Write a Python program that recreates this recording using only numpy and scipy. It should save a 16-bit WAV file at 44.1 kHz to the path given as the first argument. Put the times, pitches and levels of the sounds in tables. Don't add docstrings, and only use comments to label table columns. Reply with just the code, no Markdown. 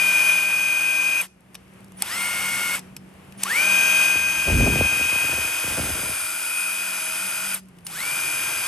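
import sys
import numpy as np
from scipy import signal
from scipy.fft import rfft, irfft
from scipy.io import wavfile
from scipy.ndimage import uniform_filter1d

SR = 44100
rng = np.random.default_rng(int(sys.argv[2]) if len(sys.argv) > 2 else 0)


def ratio_of_db(decibels):
    return 10 ** (np.asarray(decibels, float) / 20)


def wav_out(sig):
    wavfile.write(sys.argv[1], SR, np.round(np.clip(np.atleast_2d(sig).T, -1, 1) * 32767).astype(np.int16))


N = 382347
T = np.arange(N) / SR


def shape(x, points):
    hz, db = np.transpose(points)
    f = np.maximum(np.fft.rfftfreq(N, 1 / SR), 1)
    gain = ratio_of_db(np.interp(np.log(f), np.log(hz), db, -120, -120))
    return irfft(rfft(x) * gain, N)


def noise(points):
    x = shape(rng.standard_normal(N), points)
    return x / x.std()


def resonate(x, hz, width_hz):
    return signal.lfilter(*signal.iirpeak(hz, hz / width_hz, SR), x)


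def walk(rate_hz):
    k = int(SR / rate_hz)
    steps = np.repeat(rng.standard_normal(N // k + 1), k)
    x = uniform_filter1d(uniform_filter1d(steps, k), k)[:N]
    return x / x.std()


def curve(table):
    s, *columns = np.transpose(table)
    return [np.interp(T, s, c) for c in columns]


def by_direction(forward, reverse):
    # start in seconds, end in seconds.
    reverse_s = (1.55, 2.97)
    back = (T > reverse_s[0]) & (T < reverse_s[1])
    return np.where(back, reverse, forward)


def geared(table):
    return [(k, by_direction(forward_db, reverse_db)) for k, forward_db, reverse_db in table]


def tones(turns, table, waver_db, rate_hz):
    total = 0
    for k, db in table:
        level = np.sqrt(2) * ratio_of_db(db + waver_db * walk(rate_hz))
        total = total + level * np.sin(2 * np.pi * (k * turns + rng.random()))
    return total


def trigger(brake_bite_s):
    # start in seconds, release in seconds, shaft Hz at release,
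    # creep in Hz per second, run-up in Hz per second.
    pulls = [(-.5, 1.2095, 315.4, 3.6, 1600), (1.967, 2.748, 284.3, 3, 1700),
             (3.372, 7.541, 318.3, .65, 1630), (7.842, 9, 319.3, 4, 1700)]
    knee = 7
    brake_hz_per_s = 5200
    hz, since_s = np.ones(N), np.zeros(N)
    for start_s, release_s, top_hz, creep, ramp in pulls:
        full = top_hz - creep * np.maximum(release_s - T, 0)
        rise = ramp * np.maximum(T - start_s, 1e-6)
        after = np.maximum(T - release_s, 0)
        run = (full ** -knee + rise ** -knee) ** (-1 / knee)
        run = run - brake_hz_per_s * after ** 2 / (after + brake_bite_s)
        hz = np.maximum(hz, run)
        since_s = np.where(T > start_s, after, since_s)
    return hz, since_s


def layers(speed, since_s, brake_bite_s):
    # level forward in dB, level in reverse in dB,
    # change when turned away in dB, power of speed, change under the brake in dB.
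    layer_rows = dict( above=(0.8, 1, 2.1, 2.5, -30), below=(-0.5, 1, .1, 3.5, -17),
                  armature=(-33, -35, -17, 4, -8), commutator=(-38.5, -48, -10, 11, -8),
                  strain=(0, 0, 0, .3, 0), dive=(0, 0, 0, .5, 0), brushes=(-45.5, -34.5, 4.5, 10.5, -4),
                  squeal=(4, 5, -7, -2.7, -2), vent=(-29, -29, -0.4, 1.2, 0.5),
                  rasp=(-37.5, -37.5, -2.5, .93, -2), box=(-31, -31, -4.5, 1.08, 0.5),
                  housing=(-43.5, -42.5, 4, 1.4, -4))
    # time in seconds, level in dB, turn away (0 = none, 1 = reference),
    # upper gear tone in dB, lower gear tone in dB.
    held = [(0, 0.3, 0.06, -20, -37), (.3, 1.3, 0.16, -21, -32), (.47, -2.5, 0.1, -20, -45),
            (1.2, -3, 0.17, -20.5, -30), (2.2, -0.4, 0, -35, -29.5), (2.75, 0.6, 0, -34, -30),
            (3.6, 1.9, 0.02, -23, -30.5), (4.04, 2.5, 0.07, -22.5, -35), (4.23, -2.5, 0, -22, -49),
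            (4.45, -1.4, 0.21, -25.5, -35), (4.9, -0.55, 0.17, -23, -36), (5.2, -0.14, .4, -24.5, -43),
            (5.75, -0.5, 0.6, -36.5, -44), (6.15, -0.8, 0.97, -46, -34.5), (6.35, -1.5, 1.2, -42.5, -37),
            (6.6, -1.5, 1.1, -31, -33), (7, -1.5, 0.8, -38.5, -36), (7.5, -1, 0.94, -39, -37),
            (8.1, -0.3, 0.75, -35.5, -32.5), (8.67, -0.2, 0.53, -38.5, -34.5)]
    level_db, away, above_db, below_db = curve(held)
    braked = 1 - np.exp(-(since_s / (2 * brake_bite_s)) ** 2)
    gain = {}
    for name, (forward_db, reverse_db, away_db, power, brake_db) in layer_rows.items():
        db = by_direction(forward_db, reverse_db) + level_db + away_db * away + brake_db * braked
        gain[name] = ratio_of_db(db) * speed ** power * (speed > .03)
    gain["above"] = gain["above"] * ratio_of_db(above_db)
    gain["below"] = gain["below"] * ratio_of_db(below_db)
    squeal_s = .005
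    gain["squeal"] = gain["squeal"] * (since_s / squeal_s * np.exp(1 - since_s / squeal_s)) ** 2
    change = np.gradient(speed) * SR / 2.5 * np.clip((speed - .29) / .1, 0, 1)
    gain["strain"] = gain["strain"] * np.clip(change, 0, 1)
    gain["dive"] = gain["dive"] * np.clip(-change, 0, 1)
    return gain


def motor():
    # carrier turns from mesh, level re the two main tones in dB.
    side_tones = [(-1, -14.5), (6, -21), (2, -26.5), (3, -16), (8, -44), (8, -37)]
    # multiple of shaft rate, level forward in dB, level in reverse in dB.
    armature = [(5, 0.5, 2.5), (2, -11.5, -20), (10, -25, -1), (11, -23, -29)]
    # multiple of shaft rate, level forward in dB, level in reverse in dB.
    commutator = [(20.03, 1.5, -9), (10, 0.5, -19), (14.93, -8, -10), (18, -17, 1), (24.84, -9, -14),
                  (21.1, -21, 8)]
    # multiple of shaft rate, level forward in dB, level in reverse in dB.
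    brushes = [(28.9, -3, 0), (30.05, 1.5, -11), (30.95, -5, 4.5), (28, -1.5, -16), (34, -2.5, -16),
               (35, 2, -16), (35.7, -14, -14), (38.7, -12, -3), (40, -10, -7), (40.7, -18, -11)]
    # multiple of shaft rate,
    # level forward in dB, level in reverse in dB.
    strain = [(20, -50, -38), (31, -46, -58), (7.6, -45, -44), (12, -55, -47)]
    # multiple of shaft rate,
    # level forward in dB, level in reverse in dB.
    dive = [(7.6, -50, -33), (20, -60, -54)]
    # multiple of shaft rate,
    # level forward in dB, level in reverse in dB.
    squeal = [(29, -29, -41), (37, -25, -45), (35, -34, -45)]
    # multiple of shaft rate, level forward in dB, level in reverse in dB.
    unbalance = [(1, -21, -25.5), (2, -16, -25)]
    # frequency in Hz, relative level in dB.
    vent_colour = [(5800, -36), (6500, -16), (7500, -6.5), (9000, -4), (10300, 0.5), (11500, -4),
                   (12700, -13), (13200, -11)]
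    # frequency in Hz, relative level in dB.
    rasp_colour = [(3000, -13), (3500, -3), (4100, -8.5), (4900, -3.5), (5600, -4.5), (6500, -5.5),
                   (7500, -27)]
    # frequency in Hz, relative level in dB.
    gearbox_colour = [(200, -16), (450, -11), (750, -6), (1000, -1), (1400, -4.5), (1800, -2), (2450, 2.5),
                      (3100, -1), (3800, -10.5)]
    # centre in Hz, width in Hz, level in dB.
    housing = [(1419, 152, 4), (2440, 110, -8)]

    sun, ring_gear = 9, 55
    brake_bite_s, flutter_db = .008, 3
    hz, since_s = trigger(brake_bite_s)
    speed = hz / hz.max()
    g = layers(speed, since_s, brake_bite_s)
    shaft = np.cumsum(hz * (1 + 0.000606 * walk(30))) / SR
    carrier = shaft * sun / (sun + ring_gear)

    gears = g["above"] * tones(carrier, [(ring_gear + 1, 0)], waver_db=-1.26, rate_hz=79)
    gears *= 1 + 0.24 * np.cos(2 * np.pi * carrier)
    gears += g["below"] * tones(carrier, [(ring_gear - 1, 0)], waver_db=0.5, rate_hz=36)
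    both = np.hypot(g["above"], g["below"])
    beside = [(ring_gear + k, db) for k, db in side_tones]
    gears += both * tones(carrier, beside, waver_db=3.0, rate_hz=13)

    whine = g["armature"] * tones(shaft, geared(armature), waver_db=1.0, rate_hz=50)
    whine += g["commutator"] * tones(shaft, geared(commutator), waver_db=1.1, rate_hz=15)
    whine += g["brushes"] * tones(shaft, geared(brushes), waver_db=4.0, rate_hz=8.3)
    whine += g["strain"] * tones(shaft, geared(strain), waver_db=flutter_db, rate_hz=45)
    whine += g["dive"] * tones(shaft, geared(dive), waver_db=flutter_db, rate_hz=60)
    whine += g["squeal"] * tones(shaft, geared(squeal), waver_db=0.0, rate_hz=110)

    throb = 1 + 0.11 * np.sin(2 * np.pi * carrier) + 0.094 * np.sin(4 * np.pi * carrier)
    hiss = g["vent"] * noise(vent_colour) * (1 + 0.14 * np.sin(2 * np.pi * shaft))
    rasp = g["rasp"] * noise(rasp_colour)
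    whirr = g["box"] * noise(gearbox_colour) * throb
    whirr += g["box"] * speed * tones(shaft, geared(unbalance), waver_db=1.5, rate_hz=20)

    knocks = rng.standard_normal(N) * throb * g["housing"]
    ringing = np.zeros(N)
    for f, width, db in housing:
        narrow = resonate(resonate(knocks, f, width), f, 2 * width)
        ringing += ratio_of_db(db) * np.sqrt(SR / width / np.pi) * narrow
    harmonic = [(2 * ring_gear - 2, -12), (2 * ring_gear, -10), (2 * ring_gear + 2, -12)]
    ringing += g["housing"] * tones(carrier, harmonic, waver_db=5.0, rate_hz=300)

    changing = np.minimum(np.abs(np.gradient(speed)) * SR / 2.5, 1)
    flutter = ratio_of_db(flutter_db * (walk(55) - .5) * changing)
    return (gears + whine) * flutter + hiss + rasp + whirr + ringing


def echo(x, near_db, near_s, far_db, t60_s):
    t = np.arange(SR // 2) / SR
    near = ratio_of_db(near_db) * np.exp(-t / near_s) / np.sqrt(near_s * SR)
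    far = ratio_of_db(far_db - 60 * t / t60_s) / np.sqrt(t60_s * SR / 14) * (t > .006)
    tail = (near + far) * rng.standard_normal((2, len(t)))
    coloured = shape(x, [(30, -31), (2500, -9.5), (5500, 3.5), (7500, -3.5), (9500, -9.5), (16000, -17)])
    return signal.fftconvolve(coloured[None], tail)[:, :N]


def room():
    # time in seconds, bass and hum setting in dB, rest setting in dB.
    background = [(0, -51, -47), (1.3, -59, -59.5), (2, -50.5, -48.5), (2.75, -50, -46.5),
                  (3, -50.5, -53.5), (3.4, -51, -46), (4, -50.5, -54), (6.05, -66, -45), (6.2, -63, -72),
                  (7.1, -59, -69), (7.6, -55, -57.5), (8.4, -51, -46)]
    # frequency in Hz, relative level in dB.
    bass_colour = [(20, -35.5), (40, -10), (70, -4), (130, 0), (250, -5), (400, -11.5)]
    # frequency in Hz, relative level in dB.
    rest_colour = [(200, -27), (350, 1.5), (700, -3), (1500, -6.5), (2800, -9), (4000, -20), (7000, -21.5),
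                   (10500, -16), (12500, -21.5), (13200, -47.5)]
    hum_hz, hum_off_s, sag_hz_per_s, fade_db_per_s = 189, 7.62, 66, 15
    hum_re_bass_db, swell_s, swell_db = 2, 7.65, 5.5
    level_db, rest_db = curve(background)
    off_s = np.maximum(T - hum_off_s, 0)

    swell = swell_db * np.exp(-((T - swell_s) / .45) ** 2)
    hum_db = level_db + hum_re_bass_db + swell - fade_db_per_s * off_s + 2.4 * walk(18)
    hum_turns = np.cumsum(hum_hz - sag_hz_per_s * off_s + 3 * walk(20)) / SR
    hum = ratio_of_db(hum_db) * np.sqrt(2) * np.sin(2 * np.pi * hum_turns)

    rest = 0.5 * noise(rest_colour) + 0.62 * np.array([noise(rest_colour), noise(rest_colour)])
    bass = noise(bass_colour) + 0.11 * np.array([noise(bass_colour), noise(bass_colour)])
    return hum + ratio_of_db(level_db) * bass + ratio_of_db(rest_db + walk(9.3)) * rest


def clicks():
    # start in seconds, peak of the high rings in dB,
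    # peak of the low part re the high in dB, decay of the blow in ms.
    blows = [(1.212, -29.5, -4, 1.54), (1.2364, -38.5, 1, 1.5), (1.545, -31.5, -5, 3.2),
             (1.5524, -27.5, 2, 3.1), (1.7375, -42, -15, 1.1), (1.8061, -40.5, -18, 1.1),
             (1.921, -38, -3, 1.1), (1.8447, -39, -18.5, 1.1), (2.022, -2, -10, 1.24),
             (2.793, -20.5, -19, 1.7), (2.9652, -25.5, -5, 3.2), (3.3237, -36, -2, 0.97),
             (7.786, -44, -2.5, 3), (3.4335, -7.5, -17, 1.2), (3.436, -4, -12.5, 0.61),
             (7.8666, -17, -13, 4.1)]
    # centre in Hz, width in Hz, level in dB.
    shell = [(2740, 840, 0), (5130, 1700, -0.5), (8970, 2300, 6), (10550, 630, 3)]
    # centre in Hz, width in Hz, level re the low ring in dB.
    thud = (1200, 1000, -8.5)
    ticks_per_s, tick_db, tick_spread_db, tick_low_db, tick_ms = 14, -49, 2.5, -14, 1.3
    out, t = np.zeros(N + 2048), np.arange(2048) / SR
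    chance = rng.random((int(ticks_per_s * N / SR), 2))
    ticks = [(u * N / SR, tick_db - tick_spread_db * np.log(1 - v), tick_low_db, tick_ms) for u, v in chance]
    for s, db, low_db, ms in blows + ticks:
        decay = np.exp(-t * 1000 / ms) + .1 * np.exp(-t / .004)
        blow = rng.standard_normal(2048) * decay
        rings = [ratio_of_db(level_db) * resonate(blow, f, width) for f, width, level_db in shell]
        high = sum(rings[1:])
        low = rings[0] + ratio_of_db(thud[2]) * resonate(blow, *thud[:2])
        low = ratio_of_db(low_db) * low / np.abs(low).max()
        i = int(s * SR)
        out[i:i + 2048] += ratio_of_db(db) * (high / np.abs(high).max() + low)
    return out[:N]


def whistle():
    # start in seconds, end in seconds, peak in dB.
    spans = [(1.97, 2.022, -40), (3.375, 3.434, -42), (7.848, 7.93, -37)]
    whistle_hz = 9880
    gate = sum(ratio_of_db(db) * ((T > a) & (T < b)) for a, b, db in spans)
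    return uniform_filter1d(gate, size=200) * np.sin(2 * np.pi * whistle_hz * T)


def draught():
    # start in seconds, peak in seconds, end in seconds,
    # rumble in dB, puffs in dB.
    gusts = [(4.217, 4.33, 4.6, -45, -53), (4.473, 4.694, 4.796, -20.5, -26.5),
             (4.89, 5.015, 5.44, -64, -39), (5.218, 5.352, 5.4, -48, -36.5),
             (5.68, 5.819, 6.03, -41, -30.5)]
    # start in seconds,
    # amplitude before decay in dB.
    strong_puffs = [(4.155, -28.5), (4.642, -27), (4.476, -24.5), (4.502, -24), (4.688, -35), (4.757, -20),
                    (4.809, -13.5), (5.009, -30), (5.325, -36), (5.64, -29), (5.675, -30), (5.773, -30),
                    (5.812, -29), (5.889, -30)]
    # frequency in Hz, relative level in dB.
    rumble_colour = [(22, -38), (50, 5.5), (100, 1.5), (200, -4.5), (400, -11), (800, -42.5), (1200, -54)]
    edge_db, rise_db_per_s, fall_db_per_s = -5.5, 600, 95
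    shapes = []
    for a, peak, b, *_ in gusts:
        inside_db = np.interp(T, [a, peak, b], [edge_db, 0, edge_db])
        before_db = rise_db_per_s * np.maximum(a - T, 0)
        after_db = fall_db_per_s * np.maximum(T - b, 0)
        shapes.append(ratio_of_db(inside_db - before_db - after_db))
    rumble_level, puff_level = ratio_of_db(np.array(gusts)[:, 3:]).T @ np.array(shapes)

    t = np.arange(3000) / SR
    puff = np.sin(2 * np.pi * (75 * t + 3.41 * (1 - np.exp(-t / 0.0042)))) * np.exp(-t / 0.018)
    starts = (rng.random(N) < 130 / SR) * rng.standard_normal(N) * puff_level
    for s, db in strong_puffs:
        starts[int(s * SR)] = ratio_of_db(db)
    rumble = rumble_level * ratio_of_db(2.9 * walk(30)) * noise(rumble_colour)
    return rumble + signal.fftconvolve(starts, puff)[:N]


def scene():
    tool = motor() + whistle() + clicks()
    reflected = echo(tool, near_db=-9.5, near_s=0.0057, far_db=-17.5, t60_s=0.37)
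    return tool + reflected + draught() + room()


def band_limit(x):
    return signal.sosfilt(signal.butter(12, 13140, fs=SR, output="sos"), x)


def record(dry):
    # frequency in Hz, left minus right in dB, lead of left in radians.
    ports = [(100, -0.6, 0.38), (600, 0.6, 0.62), (1230, 0, 0.26), (2050, 2.5, 0.8), (2540, 6, 1.13),
             (3100, 1, 1), (4400, 1, 0.37), (5340, 1.5, 1.5), (6350, 3.5, -0.6), (7400, 0, 0.37),
             (7480, 2, 1.74), (9056, 0, -1.13), (12340, 0.5, -7), (13500, -0.5, -10)]
    hz, db, lead = np.transpose(ports)
    f = np.fft.rfftfreq(N, 1 / SR)
    half = ratio_of_db(np.interp(f, hz, db) / 2) * np.exp(.5j * np.interp(f, hz, lead))
    mix = irfft(rfft(dry) * np.array([half, 1 / half]), N)
    return band_limit(mix)


dry = scene()
out = record(dry)
wav_out(out)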